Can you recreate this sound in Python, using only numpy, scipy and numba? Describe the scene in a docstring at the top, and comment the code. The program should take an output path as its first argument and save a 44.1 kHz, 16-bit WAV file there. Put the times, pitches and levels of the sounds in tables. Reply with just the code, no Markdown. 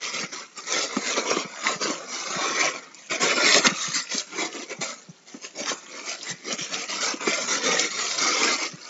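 """Thin wrapping paper rustles as hands pull it off a cardboard box.
Each stroke buckles a swarm of tiny creases and drags paper over paper; loose flaps and the box ring along.
Single folds snap, and the hands bump the hollow box as they turn it.
A close computer microphone picks this up in a small room with faint steady noise."""
import sys
import numpy as np
from scipy import signal
from scipy.fft import rfft, irfft
from scipy.io import wavfile
from scipy.ndimage import uniform_filter1d
from numba import njit

SR = 44100
rng = np.random.default_rng(int(sys.argv[2]) if len(sys.argv) > 2 else 0)


def digitize_waveform(pressure):
    """Quantize a signal to 16-bit integers and store it at the path in sys.argv[1].

    Rows of a 2-D input are taken as channels; values are limited to [-1, 1].
    """
    field = np.atleast_2d(pressure).T
    bounded = np.clip(field, -1, 1)
    quanta = np.round(bounded * 32767).astype(np.int16)
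    wavfile.write(sys.argv[1], SR, quanta)


N = 392049
T = np.arange(N) / SR
HZ = np.maximum(np.arange(N + 1) * SR / (2 * N), 1)


def undb(db):
    """Decibels to gain."""
    return 10 ** (np.asarray(db) / 20)


def unit(x):
    """Scale to rms 1."""
    return x / np.sqrt(np.mean(x ** 2))


def steady(x):
    """Level to unit power over a sliding 41 ms window."""
    return x / np.sqrt(np.abs(uniform_filter1d(x ** 2, size=1800)) + 1e-9)


def walk(rate_hz):
    """Random levels joined by lines; spread near 1."""
    return np.interp(T * rate_hz, np.arange(4096), rng.standard_normal(4096))


def add(out, start_s, sound):
    """Mix a sound in at start_s."""
    i = max(int(start_s * SR), 0)
    out[i:i + len(sound)] += sound[:N - i]


def blend(a, b, db):
    """Constant-power mix, b lying db over a."""
    return (a + undb(db) * b) / np.hypot(1, undb(db))


def spectrum(points):
    """Interpolate (f/Hz, level/dB) points onto HZ."""
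    hz, db = np.transpose(points)
    return np.interp(np.log(HZ), np.log(hz), db)


def colour(x, gain_db):
    """Minimum-phase filter, gain_db given on HZ."""
    cepstrum = irfft(np.log(undb(gain_db)))
    cepstrum[1:N] *= 2
    cepstrum[N + 1:] = 0
    return irfft(rfft(x, 2 * N) * np.exp(rfft(cepstrum)))[:N]


def split(x, edges_hz):
    """Adjacent bands, each levelled to unit power."""
    bands = []
    for hz in edges_hz:
        low = signal.sosfiltfilt(signal.butter(6, hz, fs=SR, output="sos"), x)
        bands.append(steady(low))
        x = x - low
    return bands + [steady(x)]


@njit
def resonate(x, centre_hz, width_hz):
    """State-variable band-pass, gain 1 at its moving centre."""
    y, band_state, low_state = np.empty(len(x)), 0., 0.
    for i in range(len(x)):
        g, damping = np.tan(np.pi * centre_hz[i] / SR), width_hz / centre_hz[i]
        band = (band_state + g * (x[i] - low_state)) / (1 + g * (g + damping))
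        band_state = 2 * band - band_state
        low_state += 2 * g * band
        y[i] = damping * band
    return y


def shifting_ring(x, ring_s, hop_samples):
    """Short random resonances that change with movement, each set fading into the next."""
    out, t = np.zeros(N), T[:3072]
    fade = np.sin(np.pi * np.arange(2 * hop_samples) / (2 * hop_samples))
    for i in range(0, N, hop_samples):
        ring = rng.standard_normal(len(t)) * np.exp(-t / ring_s)
        piece = x[i:i + 2 * hop_samples]
        add(out, i / SR, signal.fftconvolve(piece * fade[:len(piece)], ring / np.linalg.norm(ring)))
    return out


def burst(t, ring_s, gain):
    """Decaying noise burst, peak 1, filtered by a gain given on HZ."""
    noise = rng.standard_normal(len(t)) * t * np.exp(-t / ring_s)
    bins_hz = np.fft.rfftfreq(len(t), 1 / SR)
    shaped = irfft(rfft(noise) * np.interp(bins_hz, HZ, gain))
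    return shaped / np.abs(shaped).max()


# room noise spectrum: f/Hz, level/dB
NOISE_SPECTRUM = [(60, -33), (160, -3.5), (400, -12.5), (3000, -18), (7600, -19.5)]


def room_noise(level_db):
    """Steady low rush with faint hiss."""
    return undb(level_db) * unit(colour(rng.standard_normal(N), spectrum(NOISE_SPECTRUM)))


def room_echo(x, decay_s, wet_db):
    """Desk and near walls add a short echo that shifts as the box moves."""
    return x + undb(wet_db) * shifting_ring(x, decay_s, hop_samples=5000)


# response of the wrapped box: f/Hz, level/dB
PARCEL_SPECTRUM = [(60, -36.5), (110, -23.5), (170, -6), (260, -1.5), (520, 0), (700, -4.5), (860, -10),
                   (1040, -4.5), (1400, -6.5), (1560, -11), (1850, -8.5), (2750, -9.5), (3700, -0.5),
                   (7400, -4)]
# flap and crease resonances: f/Hz, width/Hz, level/dB
SHEET_MODES = [(1311, 250, 7.5), (2190, 510, 12), (6250, 2860, 10.5)]


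def bending_sheet(x, wander_octaves, bend_rate_hz):
    """The wrapped box colours x; each resonance wanders on its own as the paper bends."""
    x = colour(x, spectrum(PARCEL_SPECTRUM))
    for hz, width_hz, db in SHEET_MODES:
        centre_hz = hz * 2 ** (wander_octaves * walk(bend_rate_hz))
        x = x + (undb(db) - 1) * resonate(x, centre_hz, float(width_hz / undb(db / 2)))
    return x


def parcel_gain():
    """Gain of the wrapped box on HZ, resonances held still."""
    modes_db = sum(db / (1 + (2 * (HZ - hz) / width_hz) ** 2) for hz, width_hz, db in SHEET_MODES)
    return undb(spectrum(PARCEL_SPECTRUM) + modes_db)


def box_jolt(start_s, level_db, hz, decay_s):
    """The strongest bump knocks the desk and microphone: one deep, quickly damped thud."""
    t = np.maximum(T - start_s, 0)
    return undb(level_db) * t / decay_s * np.exp(1 - t / decay_s) * np.sin(2 * np.pi * hz * t)


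# hand bumps on the box: t/s, level/dB, wall f/Hz, knuckle hardness/dB
BOX_BUMPS = [(0.23, -28, 171, 2), (0.964, -14.5, 256, -1), (1.311, -20, 410, 6), (1.365, -14, 362, -2),
             (1.445, -30, 187, 0), (1.749, -31, 165, -6), (1.896, -23, 250, 5), (2.356, -26.5, 178, -9),
             (3.666, -17.5, 227, -3), (3.712, -24.5, 193, -10), (3.872, -29.5, 160, -18),
             (4.14, -25.5, 230, -6), (4.78, -30, 161, -14), (5.081, -32.5, 163, -21),
             (5.34, -27.5, 240, -10), (5.607, -28, 260, -7), (5.714, -21.5, 557, -5),
             (6.298, -31, 152, -12), (6.321, -34, 160, -14), (6.528, -27, 220, 1), (6.603, -32, 158, -9),
             (7.136, -23.5, 287, -4), (7.272, -13.5, 376, -0.5), (8.727, -30, 159, -12)]


def box_bumps(cycles, bend, knock_s, knock_hz, shudder_s, shudder_hz, shudder_db):
    """A hand swings a cardboard wall and damps it; a knuckle knocks; the box shudders on."""
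    out, t, parcel = np.zeros(N), T[:4096], parcel_gain()
    knock_gain = parcel / np.hypot(1, (HZ / knock_hz) ** 2)
    shudder_gain = parcel / np.hypot(1, (HZ / shudder_hz) ** 2)
    for start_s, level_db, wall_hz, hard_db in BOX_BUMPS:
        swings = cycles * undb(-0.17 * hard_db)  # longer under a soft palm
        age = np.minimum(t * wall_hz / swings, 1)
        pitch_hz = wall_hz * (1 + bend * (rng.random() - .5) * np.cos(np.pi * age))
        wall = np.sin(np.pi * age) ** 2 * np.sin(2 * np.pi * (np.cumsum(pitch_hz) / SR + rng.random()))
        knock = undb(hard_db) * burst(t, knock_s, knock_gain)
        shudder = undb(shudder_db) * burst(t, shudder_s, shudder_gain)
        add(out, start_s, undb(level_db) * (wall + knock + shudder))
    return out


# snapping folds: t/s, level/dB, f/Hz
FOLD_SNAPS = [(0.032, -22, 2040), (0.323, -28, 1800), (0.724, -12, 5000), (0.967, -21, 1150),
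              (1.123, -17, 4200), (1.669, -8.5, 1710), (2.946, -28.5, 5970), (3.525, -6, 2250),
              (3.545, -3, 2170), (3.668, 0.5, 2730), (4.182, -12, 4060), (5.66, -21.5, 2800),
              (6.095, -18, 6460), (6.231, -22.5, 5960), (6.527, -14.5, 4570), (6.59, -23, 2140),
              (6.743, -13, 3000), (7.332, -13, 2270), (7.506, -20, 4340), (7.795, -5.5, 4600)]


def fold_snaps(ring_s, width_octaves, gain_db):
    """A stiff fold flips through: a few milliseconds of noise around its own pitch."""
    out, parcel = np.zeros(N), parcel_gain()
    for peak_s, level_db, pitch_hz in FOLD_SNAPS:
        gain = parcel / (1 + (np.log2(HZ / pitch_hz) / width_octaves) ** 2)
        add(out, peak_s - ring_s, undb(level_db + gain_db) * burst(T[:1024], ring_s, gain))
    return out


def sliding(rough_db, slip_rate_hz):
    """Paper drags over paper in small uneven slips."""
    return unit(rng.standard_normal(N) * undb(rough_db * walk(slip_rate_hz)))


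def buckling(rate_hz, spread_db):
    """Creases buckle at random: many small clicks, few large ones."""
    chance = rng.random(N) * SR / rate_hz
    sign = np.sign(rng.standard_normal(N))
    size = undb(spread_db * np.minimum(-np.log(chance + 1e-9), 5))
    return unit((chance < 1) * sign * size / np.sqrt(rate_hz))


def crease_ticks(rate_hz, spread_db, ring_s, low_hz, high_hz):
    """Single stiff creases flip, each a tiny ping at its own pitch."""
    out, t = np.zeros(N), T[:256]
    clicks = buckling(rate_hz, spread_db)
    pitch_hz = low_hz + (high_hz - low_hz) * rng.random(N)
    ring = t * np.exp(-t / ring_s)
    for i in np.flatnonzero(clicks):
        add(out, T[i], clicks[i] * ring * np.sin(2 * np.pi * pitch_hz[i] * t))
    return unit(out)


def stroke_envelope(t, swell_s, hold_s):
    """Fingers catch the paper at t = 0; the pull swells, slackens and lets go; the paper settles."""
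    catch_db, swell_db, slacken_db = 4, 13, 4
    release_db_per_s, settle_db, settle_db_per_s = 513, -10.5, 78
    gather_db = swell_db * np.minimum(t / swell_s - 1, 0) - catch_db * (t < 0)
    slack_db = slacken_db * np.clip((t - swell_s) / hold_s, 0, 1)
    free_s = np.maximum(t - swell_s - hold_s, 0)
    release = np.hypot(undb(-release_db_per_s * free_s), undb(settle_db - settle_db_per_s * free_s))
    return undb(gather_db - slack_db) * release / release[0]


# hand strokes: t/s, swell/s, hold/s, level/dB, box coupling/dB,
# crispness (creases over flaps)/dB, flap size (wide over narrow)/dB
HAND_STROKES = [(0.006, 0.038, 0.058, -28.5, -13, 1.5, -6.5), (0.12, 0.022, 0.1, -28.5, -10, 2, -7),
                (0.314, 0.015, 0.1, -34.5, -11.5, 3, 0.5), (0.56, 0.026, 0.016, -34.5, -11.5, 4, 2),
                (0.668, 0.071, 0.11, -21.5, -11.5, 6.5, -1.5), (0.873, 0.033, 0.21, -35, -8, -0.5, 0.5),
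                (1.005, 0.11, 0.026, -24.5, -13.5, 6, -3), (1.145, 0.032, 0.023, -22.5, -7.5, 1.5, 1.5),
                (1.212, 0.079, 0.13, -26.5, -9.5, 2, 1.5), (1.45, 0.27, 0.024, -32.5, -8.5, 1, 3.5),
                (1.632, 0.034, 0.056, -23.5, -11, -0.5, 8), (1.801, 0.019, 0.11, -25.5, -4.5, 1, 8),
                (1.942, 0.027, 0.082, -37.5, -4.5, -1.5, 14), (2.056, 0.073, 0.22, -30.5, -9.5, 5, 6),
                (2.265, 0.17, 0.13, -26, -7, 1, 2.5), (2.545, 0.056, 0.082, -21.5, -6, -2.5, -2),
                (2.728, 0.0087, 0.04, -34, -2.5, -4, -6), (2.919, 0.061, 0.094, -46.5, -14, 6, -10),
                (3.097, 0.014, 0.046, -24, -6.5, -2.5, -3.5), (3.196, 0.03, 0.049, -18, -7, 0.5, -1),
                (3.274, 0.028, 0.025, -19.5, -10, -5, -7), (3.318, 0.057, 0.095, -25, -6, -0.5, 10.5),
                (3.372, 0.094, 0.077, -16.5, -14, 1.5, -7), (3.538, 0.015, 0.032, -17, -3.5, 5, -4.5),
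                (3.628, 0.034, 0.0042, -15.5, -10, 0.5, -3), (3.718, 0.12, 0.082, -27, -15.5, 9, -5),
                (3.929, 0.022, 0.047, -22.5, -17, 7, -6), (4.096, 0.02, 0.093, -26.5, -14, 7, -10),
                (4.318, 0.096, 0.046, -26.5, -4.5, 1, -0.5), (4.528, 0.018, 0.09, -35, -4.5, 3, -3),
                (4.684, 0.028, 0.015, -32, -4.5, 1, -3), (4.807, 0.009, 0.03, -26, -6.5, 6.5, -4),
                (4.843, 0.041, 0.042, -32, -11, 5.5, 3), (5.261, 0.014, 0.1, -43.5, -13, 7, -4),
                (5.409, 0.037, 0.02, -33.5, -13, 6, -8.5), (5.551, 0.05, 0.035, -31.5, -3, 7.5, -4),
                (5.656, 0.036, 0.022, -24.5, -11, 3, 3), (5.828, 0.14, 0.084, -37.5, -8.5, 2.5, -0.5),
                (6.048, 0.023, 0.083, -30.5, -12, 5, -1.5), (6.164, 0.022, 0.057, -41, -7, 17, 2),
                (6.23, 0.061, 0.026, -28, -14, 5.5, -6), (6.442, 0.071, 0.026, -27.5, -6, 4, -3),
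                (6.572, 0.017, 0.071, -31, -12.5, 7, -8), (6.674, 0.058, 0.11, -30, -8.5, 3, -5.5),
                (6.879, 0.019, 0.079, -28.5, -7.5, 5, -2), (6.968, 0.065, 0.09, -24, -13, 4, 1.5),
                (7.195, 0.014, 0.11, -31.5, -7, -2.5, 4.5), (7.251, 0.034, 0.07, -24, -9.5, 1.5, -7),
                (7.363, 0.014, 0.073, -28, -6, 4.5, -3.5), (7.458, 0.051, 0.078, -22, -10.5, 7.5, 1),
                (7.612, 0.05, 0.098, -21, -7, 3.5, -1.5), (7.743, 0.046, 0.071, -21.5, -11, 4.5, -3),
                (7.882, 0.11, 0.15, -25, -13.5, 6, -1), (8.135, 0.098, 0.14, -21.5, -13, 5.5, -1.5),
                (8.364, 0.068, 0.11, -20.5, -8.5, 1.5, 1.5), (8.54, 0.09, 0.036, -27, -9, 2.5, -2),
                (8.751, 0.22, 0.039, -36.5, -10.5, 2, 4)]
# paper stirring under resting hands: level/dB, box coupling/dB, crispness/dB, flap size/dB
HANDS_AT_REST = (-59.5, -8.5, 8, -5)


def hands():
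    """Level and grip (coupling, crispness, flap size) in dB; strokes add in power, which weights grip."""
    t = np.arange(0, T[-1], .001)
    rest_db, *rest_grip = HANDS_AT_REST
    power = np.full(len(t), undb(rest_db) ** 2)
    grip = np.outer(rest_grip, power)
    for start_s, swell_s, hold_s, level_db, *stroke_grip in HAND_STROKES:
        stroke_power = (undb(level_db) * stroke_envelope(t - start_s, swell_s, hold_s)) ** 2
        power += stroke_power
        grip += np.outer(stroke_grip, stroke_power)
    return [np.interp(T, t, control) for control in (10 * np.log10(power), *(grip / power))]


def paper_rustle():
    """Buckling and sliding sound through box, flaps and creases; stiff creases tick on top."""
    stroke_db, box_db, crisp_db, wide_db = hands()
    rate_hz = 1600 * undb(.5 * (stroke_db + 28.5))  # light touch ticks, hard pull crunches
    crinkle = shifting_ring(buckling(rate_hz, spread_db=2.0), ring_s=0.0018, hop_samples=1300)
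    drag = shifting_ring(sliding(rough_db=-1.5, slip_rate_hz=280), ring_s=0.001, hop_samples=2600)
    drive = unit(crinkle) + undb(-4.0) * unit(drag)
    sheet = bending_sheet(drive, wander_octaves=0.079, bend_rate_hz=32)
    box, wide, narrow, coarse, fine = split(sheet, edges_hz=[880, 1650, 2750, 5100])
    flaps = blend(narrow, wide, wide_db) * undb(walk(70))
    # crisper paper and a lighter touch favour fine creases
    fine_db = 3.0 + 0.28 * crisp_db - 0.2 * (stroke_db + 21.0) + 0.74 * walk(14)
    ticks = crease_ticks(rate_hz / 4, spread_db=3.0, ring_s=0.00032, low_hz=2040, high_hz=7420)
    creases = blend(blend(coarse, fine, fine_db), ticks, db=-6.0) * undb(1.7 * walk(70))
    body = box * undb(box_db + 0.81 * walk(45))
    return undb(stroke_db) * (body + blend(flaps, creases, crisp_db))


def scene():
    """Paper and box in the room, the same in both channels."""
    paper = undb(-1.5) * paper_rustle() + fold_snaps(ring_s=0.00073, width_octaves=0.61, gain_db=0.5)
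    bumps = box_bumps(cycles=3.78, bend=0.28, knock_s=0.0042, knock_hz=1110,
                      shudder_s=0.011, shudder_hz=380, shudder_db=-8.5)
    noise = room_noise(level_db=-55.0)
    jolt = box_jolt(start_s=7.272, level_db=-21, hz=30, decay_s=0.008)
    mono = room_echo(paper, decay_s=0.0086, wet_db=-2.0) + bumps + jolt + noise
    return np.array([mono, mono])


def record(dry):
    """The speech microphone rounds the loudest peaks, thins the bass and cuts the top."""
    low_hz, top_hz = 157, 7520
    highpass = signal.butter(3, low_hz, "high", fs=SR, output="sos")
    lowpass = signal.ellip(12, .1, 80, top_hz, fs=SR, output="sos")
    return signal.sosfilt(lowpass, signal.sosfilt(highpass, np.tanh(dry)))


dry = scene()
out = record(dry)
digitize_waveform(out)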